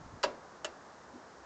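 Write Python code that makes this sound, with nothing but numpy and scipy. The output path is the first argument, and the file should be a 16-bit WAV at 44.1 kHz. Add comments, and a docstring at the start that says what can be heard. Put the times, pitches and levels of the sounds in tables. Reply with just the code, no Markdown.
"""A few soft handling bumps over a steady low hiss, then a hand throws a stiff switch on a
vehicle's metal dash panel: a small tick and a hard snap that bounces, then a lighter second click.
Each blow rings the switch and the panel and dies away in the cabin.
Heard from inside the vehicle, on one microphone."""
import sys
import numpy as np
from scipy import signal
from scipy.fft import rfft, irfft
from scipy.io import wavfile

SR = 44100
rng = np.random.default_rng(int(sys.argv[2]) if len(sys.argv) > 2 else 0)


def store_pcm(level_fs):
    """Save levels as 16-bit WAV."""
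    pcm = np.round(np.clip(level_fs, -1, 1) * 32767).astype(np.int16)
    wavfile.write(sys.argv[1], SR, np.atleast_2d(pcm).T)


N = 63945

# steady hiss at the microphone: frequency_hz, density_db
HISS_SPECTRUM = [(20, -34), (47, -19), (64, 0.5), (100, -7), (180, -2), (300, 0), (600, 1.5), (1100, 0.5),
                 (1700, -5), (2400, -17.5), (3300, -19), (5000, -17), (7200, -18.5), (8200, -31),
                 (9000, -51)]
# course of the low rumble: time_s, level_db
RUMBLE_LEVELS = [(0, -61.5), (.17, -54.5), (.22, -72), (.4, -93), (1.45, -80)]
# tone of the rumble: frequency_hz, density_db
RUMBLE_SPECTRUM = [(15, -11), (40, 10), (120, 11.5), (300, 0.5), (600, -41)]
# soft handling bumps: start_s, level_db, pitch_hz, t60_s, scuff_share
HANDLING_BUMPS = [(0.012, -36, 156, 0.029, 0.3), (0.058, -29, 130, 0.039, 0.58),
                  (0.138, -36.5, 130, 0.031, 0.01), (0.169, -42, 218, 0.057, 0.36),
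                  (1.135, -48.5, 250.2, 0.39, 0.4), (1.151, -47, 348, 0.18, .6)]
# blows of the switch: start_s, level_db, bass_db, treble_db, ring_factor, stroke
SWITCH_BLOWS = [(0.2302, -9, -25.5, -1, 0.84, "throw"), (0.2356, -.5, 0.5, -2, 0.98, "throw"),
                (0.2463, -13.5, -14, -4, 0.93, "throw"), (0.6452, -9.5, -2, 1, 0.95, "return"),
                (0.6510, -17, -3.5, -1, 0.91, "return")]
# modes of switch and dash panel: pitch_hz, t60_s, throw_db, return_db
PANEL_MODES = [(341, 0.36, -63, -42), (393.5, .2, -37.5, -52), (433.2, 0.15, -37.5, -35.5),
               (540.6, .22, -33, -47), (592, 0.18, -29.5, -28.5), (635.8, 0.12, -30, -28),
               (837, 0.067, -33.5, -42), (945.7, 0.083, -28, -29), (982, 0.34, -40.5, -58),
               (1149, 0.17, -43, -63), (1648, 0.078, -32, -37), (2710, 0.11, -36, -33.5),
               (2914, 0.046, -31, -30.5), (3024, 0.056, -40, -28), (3870, 0.062, -46, -45),
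               (4085, 0.037, -33, -48), (4670, 0.067, -33, -55), (5090, 0.037, -36, -47),
               (5290, .04, -34, -43), (7250, 0.07, -39.5, -41.5)]
# dense clatter of the housing: frequency_hz, throw_density_db, return_density_db
HOUSING_SPECTRUM = [(150, -24, -18), (300, -22, -5.5), (563, -9, 0), (750, -8, -11), (1000, 1, -12),
                    (1250, -1, 0.5), (1950, -4, -3), (2230, -12, -11), (2800, -5.5, -2.5),
                    (3600, -9.5, -6.5), (4400, -8, -11.5), (5370, -8.5, -8.5), (5820, -14.5, -16.5),
                    (6700, -13.5, -6.5), (7260, -19, -12), (8020, -32, -18), (8760, -41, -34)]
# tail in the cabin: frequency_hz, density_db
CABIN_SPECTRUM = [(120, -13.5), (330, 0), (600, 3), (1100, -4.5), (2200, -11.5), (3000, -14), (5200, -14.5),
                  (7200, -22), (9000, -45)]

STROKES = ("throw", "return")
BASS_HZ, MID_HZ, TREBLE_HZ = 550, 1480, 7100  # where a blow's tone is set
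MODES_DB, CLATTER_DB, CABIN_DB = 2, -21.5, -36  # balance within a blow
HISS_DB, TOP_HZ = -53.5, 8950
BASS_LAG_CYCLES = 0.28  # low bands take longer to build up


def undb(db):
    """Decibels to gain."""
    return 10 ** (np.asarray(db) / 20)


def colour(points, hz):
    """Gain at hz of a spectrum of (frequency_hz, level_db) points."""
    points_hz, db = np.array(points, float).T
    return undb(np.interp(np.log(np.maximum(hz, 1)), np.log(points_hz), db))


def noise(points):
    """Noise of rms 1 with the given spectrum."""
    hz = np.fft.rfftfreq(N, 1 / SR)
    phases = np.exp(2j * np.pi * rng.random(len(hz)))
    shaped = irfft(colour(points, hz) * phases, N)
    return shaped / shaped.std()


def since(start):
    """Seconds since a moment, zero before it."""
    return np.maximum(np.arange(N) / SR - start, 0)


def ring(age, rise_s, t60_s):
    """Envelope with a quick rise and an exponential decay."""
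    return (1 - np.exp(-age / rise_s)) * np.exp(-np.log(1000) * age / t60_s)


def wash(age, points, tone, rise_s, t60_1khz_s, slope):
    """Overlapping resonances as half-octave noise bands; the high ones rise sooner and die faster."""
    centres = 100 * 2 ** (np.arange(14) / 2)
    bin_hz = np.fft.rfftfreq(N, 1 / SR)
    band_position = np.interp(np.log(bin_hz + 1), np.log(centres), np.arange(len(centres)))
    spectrum, out = rfft(noise(points)), 0
    for k, hz in enumerate(centres):
        band = irfft(spectrum * np.maximum(1 - abs(band_position - k), 0), N)
        t60_s = t60_1khz_s * (1000 / hz) ** slope
        out += colour(tone, hz) * band * ring(age, rise_s + BASS_LAG_CYCLES / hz, t60_s)
    return out


def hiss():
    """Steady background, strongest below 2 kHz."""
    return undb(HISS_DB) * noise(HISS_SPECTRUM)


def rumble():
    """A faint low rumble that falls away just before the snap."""
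    times_s, levels_db = np.array(RUMBLE_LEVELS).T
    return undb(np.interp(since(0), times_s, levels_db)) * noise(RUMBLE_SPECTRUM)


def handling():
    """Dull bumps, part low resonance and part scuff."""
    out = 0
    for start, db, hz, t60_s, scuff_share in HANDLING_BUMPS:
        age = since(start)
        resonance = np.sin(2 * np.pi * hz * age)
        scuff = noise([(hz / 4, -40), (hz / 2, -8.5), (hz, 0), (hz * 2, -8.5), (hz * 4, -60)])
        thud = np.sqrt(1 - scuff_share) * resonance + np.sqrt(scuff_share / 2) * scuff
        out += undb(db) * ring(age, rise_s=0.002, t60_s=t60_s) * thud
    return out


def panel_ring(age, spot, tone, ring_factor):
    """The struck switch and metal panel ring in decaying modes of alternating sign."""
    out = 0
    for k, (hz, t60_s, *levels_db) in enumerate(PANEL_MODES):
        gain = (-1) ** k * undb(levels_db[spot]) * colour(tone, hz)
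        envelope = ring(age, rise_s=0.0013, t60_s=t60_s * ring_factor)
        out += gain * np.sin(2 * np.pi * hz * age) * envelope
    return out


def switch():
    """Each blow rings the panel, rattles the housing and leaves a short tail in the cabin."""
    out = 0
    for start, db, bass_db, treble_db, ring_factor, stroke in SWITCH_BLOWS:
        age = since(start)
        spot = STROKES.index(stroke)  # throw and return strike different spots
        tone = [(BASS_HZ, bass_db), (MID_HZ, 0), (TREBLE_HZ, treble_db)]
        modes = panel_ring(age, spot, tone, ring_factor)
        housing = [(hz, levels_db[spot]) for hz, *levels_db in HOUSING_SPECTRUM]
        clatter = wash(age, housing, tone, rise_s=0.00022, t60_1khz_s=0.068 * ring_factor, slope=0.096)
        cabin = wash(age, CABIN_SPECTRUM, tone, rise_s=0.008, t60_1khz_s=0.37, slope=0.28)
        out += undb(db) * (undb(MODES_DB) * modes + undb(CLATTER_DB) * clatter + undb(CABIN_DB) * cabin)
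    return out


def scene():
    """Background, handling and switch at one microphone in the cabin."""
    return (hiss() + rumble() + handling() + switch())[None]


def record(dry):
    """The recorder cuts the top steeply."""
    return signal.sosfilt(signal.ellip(10, .2, 80, TOP_HZ, fs=SR, output="sos"), dry)


dry = scene()
out = record(dry)
store_pcm(out)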